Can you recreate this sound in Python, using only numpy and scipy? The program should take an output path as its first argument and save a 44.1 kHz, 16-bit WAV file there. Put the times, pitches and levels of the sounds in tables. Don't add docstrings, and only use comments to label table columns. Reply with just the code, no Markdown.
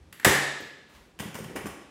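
import sys
import numpy as np
from scipy import signal
from scipy.fft import rfft, irfft
from scipy.io import wavfile
from scipy.ndimage import uniform_filter1d

SR = 44100
rng = np.random.default_rng(int(sys.argv[2]) if len(sys.argv) > 2 else 0)


def generate_wav(sig):
    pcm = np.round(np.clip(np.atleast_2d(sig).T, -1, 1) * 32767).astype(np.int16)
    wavfile.write(sys.argv[1], SR, pcm)


def how_loud(loudness_db):
    steps = np.asarray(loudness_db, float) / 20
    return 10 ** steps


N = 83790

# (time [s], level [dB], length [s], rise [s], brightness [dB per octave])
CLACK_HITS = [(0.2467, -10.5, 0.008, 0.0011, 3.5), (.2485, -11, 0.0079, 0.0017, -3)]


def evened(x):
    return x / np.sqrt(np.mean(x ** 2) + 1e-20)


def read(points, hz):
    f, value = np.transpose(points)
    return np.interp(np.log(hz + 1), np.log(f + 1), value)


def add(mix, time_s, sound):
    part = mix[round(time_s * SR):][:len(sound)]
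    part += sound[:len(part)]


def coloured(spectrum, count, tilt_db=0):
    hz = np.fft.rfftfreq(count, 1 / SR)
    gain_db = read(spectrum, hz) + tilt_db * np.log2(hz / 2000 + 0.064)
    white = rfft(rng.standard_normal(count))
    return evened(irfft(white * how_loud(gain_db), count))


def bursts(rows, spectrum, grain_db):
    out, t = np.zeros(N), np.arange(4096) / SR
    for time_s, db, length_s, rise_s, tilt_db in rows:
        wander = evened(uniform_filter1d(rng.standard_normal(len(t)), size=30))
        lumps = how_loud(grain_db * wander)
        shape = np.minimum(t / rise_s, 1) * np.exp(-(t / length_s) ** 2)
        add(out, time_s, how_loud(db) * shape * lumps * coloured(spectrum, len(t), tilt_db))
    return out


def rings(modes, length_s=1):
    t = np.arange(round(length_s * SR)) / SR
    return sum(how_loud(db - 60 * t / t60_s) * np.sin(2 * np.pi * hz * t) for hz, db, t60_s in modes)


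def rung(x, modes, db):
    ring = rings(modes)
    return how_loud(db) * signal.fftconvolve(x, ring / np.linalg.norm(ring))[:N]


def rumble():
    # (time [s], level [dB], centre [Hz])
    course = [(0, -41, 84), (.04, -60, 83), (.09, -50.5, 90), (.14, -71, 90), (0.171, -71, 86.4),
              (.9, -69.5, 59.7), (0.971, -51.5, 52.1), (1.05, -57, 46.16), (1.12, -60.5, 50.2),
              (1.18, -60, 49), (1.369, -75, 60.7), (1.43, -50, 64.2), (1.49, -80.5, 64.81), (1.55, -51, 69),
              (1.6, -47.5, 70.6), (1.7, -51.5, 72.9), (1.76, -65, 74.4), (1.9, -64, 62.4)]
    width_hz = 41
    time_s, db, hz = np.transpose(course)
    t = np.arange(N) / SR
    lowpass = signal.butter(2, width_hz / 2, fs=SR, output="sos")
    slow = signal.sosfilt(lowpass, rng.standard_normal((2, N)))
    phase = 2 * np.pi * np.cumsum(np.interp(t, time_s, hz)) / SR
    band = slow[0] * np.cos(phase) + slow[1] * np.sin(phase)
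    return how_loud(np.interp(t, time_s, db)) * evened(band)


def air():
    # (frequency [Hz], density [dB per Hz])
    spectrum = [(30, -29), (60, -15), (150, 8), (350, 3.5), (900, -6), (2500, -11.5), (6000, -19),
                (10000, -24.5), (16000, -39)]
    level_db = -60
    return how_loud(level_db) * coloured(spectrum, N)


def hinge_ticks():
    # (time [s], level [dB], length [s], rise [s], brightness [dB per octave])
    ticks = [(.1260, -40, 0.0067, 0.00063, 1.2), (.1966, -38.5, 0.0061, 0.002, -0.2),
             (.2290, -42.5, .012, .002, -5), (.600, -52.5, 0.018, .006, 2), (.665, -58, 0.022, .01, -2),
             (1.119, -68, 0.0039, 0.0011, -7)]
    # (frequency [Hz], density [dB per Hz])
    spectrum = [(120, -31), (200, -12), (671, -34), (821, -11), (1420, -10.5), (1910, 2), (2250, -8),
                (4350, -16.5), (7270, -17.5), (9930, -22), (11700, -15), (16000, -24)]
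    return bursts(ticks, spectrum, grain_db=2.5)


def tail():
    # (frequency [Hz], t60 [s])
    decay = [(80, 0.17), (210, 0.66), (560, 0.83), (1470, 0.83), (3880, 0.99), (7000, 0.73), (10500, 0.56),
             (16000, 0.32)]
    first_echo_s, build_s = 0.003, 0.0037
    taps = np.zeros(SR + SR // 2)
    at = np.arange(round(first_echo_s * SR), len(taps) - 8, 8)
    at = at + rng.integers(0, 8, len(at))
    taps[at] = rng.choice([-1., 1.], len(at))
    hz, t, z = signal.stft(taps, SR, nperseg=256)
    dying = z * how_loud(-60 * t / read(decay, hz)[:, None])
    echoes = signal.istft(dying, SR, nperseg=256)[1]
    echoes = echoes * (1 - np.exp(-np.arange(len(echoes)) / SR / build_s))
    return echoes / np.linalg.norm(echoes)


def room(rattle, steady):
    tails, turn_s = 6, 0.0014
    turn = np.arange(N) / SR / turn_s
    out = signal.fftconvolve(steady, tail())[:N]
    for k in range(tails):
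        away = np.abs((turn - k + tails / 2) % tails - tails / 2)
        share = np.cos(np.pi / 2 * np.minimum(away, 1))
        out += signal.fftconvolve(rattle * share, tail())[:N]
    return out


def clack():
    # (frequency [Hz], density [dB per Hz])
    spectrum = [(120, -47), (250, -18.5), (390, -6), (700, -9), (1100, -5), (1450, -10.5), (1800, -1),
                (2300, -14), (2850, -12), (3600, -16.5), (6300, -17), (8000, -19), (12000, -26.5),
                (14300, -22), (16500, -38.5)]
    return bursts(CLACK_HITS, spectrum, grain_db=3)


def tubes():
    # (frequency [Hz], level [dB], t60 [s])
    modes = [(1238, -35, .3), (1270, -39, .5), (1610, -38, .7), (1675, -33, .75), (1707, -32, .8),
             (1738, -31, .8), (1765, -34, .7), (1790, -32, .7), (1840, -32, .75), (1890, -31, .5),
             (1928, -35, .55), (2060, -38, .4), (2985, -43, .4), (4102, -51, 1.15), (4118, -53, 1.0),
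             (4165, -49, .7)]
    out, t = np.zeros(N), np.arange(SR) / SR
    rise = np.minimum(t / 0.0037, 1)
    for (hz, db, t60_s), start in zip(modes, rng.random(len(modes))):
        tone = np.sin(2 * np.pi * (hz * t + start))
        add(out, CLACK_HITS[-1][0], rise * how_loud(db - 60 * t / t60_s) * tone)
    return out


def body():
    # (time [s], level [dB], centre of the modes reached [Hz])
    pushes = [(0.253, -30.5, 425), (0.2648, -23.5, 156), (.2660, -23.5, 420), (0.276, -31, 380),
              (.290, -32.5, 103), (.603, -44, 392), (.62, -53, 152), (1.195, -53.5, 247),
              (1.203, -39.5, 148), (1.23, -49, 190), (1.255, -39.5, 208), (1.349, -45, 147),
              (1.388, -40.5, 510), (1.403, -41, 192), (1.457, -44.5, 188), (1.484, -51, 337),
              (1.555, -39.5, 406), (1.569, -44, 294), (1.642, -39, 220), (1.657, -42.5, 296.4),
              (1.692, -51, 220), (1.731, -51.5, 217)]
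    # (frequency [Hz], relative level [dB], t60 [s])
    modes = [(72, -4, .25), (100, -2, .25), (142, -1, .4), (175, -4, .12), (204, -5, .3), (290, -5, .2),
             (321, -5, .2), (350, -7, .09), (385, -4, .11), (420, -5, .09), (468, -4, .12), (525, -5, .14)]
    reach_oct, detune, swell_s = 0.48, 0.022, 0.0021
    thud_db, thud_s = 8, 0.027
    out, t = np.zeros(N), np.arange(SR // 2) / SR
    shifts = rng.standard_normal((len(pushes), len(modes)))
    shape = (1 - np.exp(-t / swell_s)) * (1 + how_loud(thud_db) * np.exp(-t / thud_s))
    for (time_s, db, centre_hz), shift in zip(pushes, shifts):
        reached = []
        for (hz, mode_db, t60_s), d in zip(modes, shift):
            loss_db = 6 * (np.log2(hz / centre_hz) / reach_oct) ** 2
            reached.append((hz * (1 + detune * d), db + mode_db - loss_db, t60_s))
        add(out, time_s, shape * rings(reached, 0.5))
    return out


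def rustle():
    # (time [s], level [dB])
    course = [(.86, -88), (.90, -59), (.92, -61), (.955, -55.5), (1.0, -59.5), (1.06, -63.5), (1.119, -69)]
    # (frequency [Hz], density [dB per Hz])
    spectrum = [(180, -21), (300, -2), (762, -8), (978, -3), (1060, -4), (2980, -10), (16000, -25)]
    time_s, db = np.transpose(course)
    level_db = np.interp(np.arange(N) / SR, time_s, db, left=-120, right=-120)
    return how_loud(level_db) * coloured(spectrum, N)


def feet():
    # (time [s], level [dB], length [s], rise [s], brightness [dB per octave])
    knocks = [(1.1893, -42.5, 0.0083, 0.00097, 0), (1.1970, -35, 0.01, 0.00066, 0.3),
              (1.222, -41, 0.016, 0.0065, -4.5), (1.3425, -42.5, 0.0082, 0.0013, 1),
              (1.3500, -33.5, 0.012, 0.0069, -1.2), (1.3830, -48.5, 0.012, 0.0045, 4),
              (1.4395, -41, 0.0078, 0.0025, -0.7), (1.485, -42, 0.033, 0.012, -13),
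              (1.5555, -41.5, 0.0075, 0.0013, 3), (1.5580, -37, 0.014, 0.0033, -1),
              (1.5670, -34, 0.011, 0.0057, -3.3), (1.640, -75, .015, 0.0037, -8),
              (1.6567, -36.5, 0.0068, 0.00099, -1.5), (1.664, -41, 0.013, 0.0021, 0),
              (1.695, -55, 0.027, 0.005, -25)]
    # (frequency [Hz], density [dB per Hz])
    spectrum = [(120, -36), (250, -7), (500, -10.5), (900, -12.5), (2000, -13), (3100, -17), (3800, -27),
                (5300, -23.5), (8000, -24), (9800, -20.5), (11000, -28.5), (14000, -22.5), (16500, -35.5)]
    return bursts(knocks, spectrum, grain_db=4.5)


def legs(knocks):
    # (frequency [Hz], relative level [dB], t60 [s])
    modes = [(1140, -8, .06), (1945, -6, .08), (3150, -6, .05), (5150, -5, .08), (6300, -8, .06),
             (7300, -6, .09), (8100, -6, .11), (8800, -6, .07), (9900, -5, .08)]
    return rung(knocks, modes, db=-7.5)


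def scene():
    wet_db, body_wet_db = 0.5, -4
    knocks = feet()
    rattle = hinge_ticks() + clack() + knocks
    ringing = tubes() + body() + legs(knocks)
    echoes = room(how_loud(wet_db) * rattle, how_loud(body_wet_db) * ringing)
    mono = rattle + ringing + echoes + air() + rustle() + rumble()
    return np.array([mono, mono])


def roll_off(x):
    return signal.sosfilt(signal.butter(12, 16960, fs=SR, output="sos"), x)


def record(dry):
    bass_cut_hz, edge_hz, ceiling = 60, 15900, 0.67
    highpass = signal.butter(3, bass_cut_hz, "high", fs=SR, output="sos")
    thin = signal.sosfilt(highpass, dry)
    soft = ceiling * np.tanh(thin / ceiling)
    lowpass = signal.firwin(255, edge_hz, window=("kaiser", 9), fs=SR)
    limited = signal.oaconvolve(soft, lowpass[None], "same")
    return roll_off(limited)


dry = scene()
out = record(dry)
generate_wav(out)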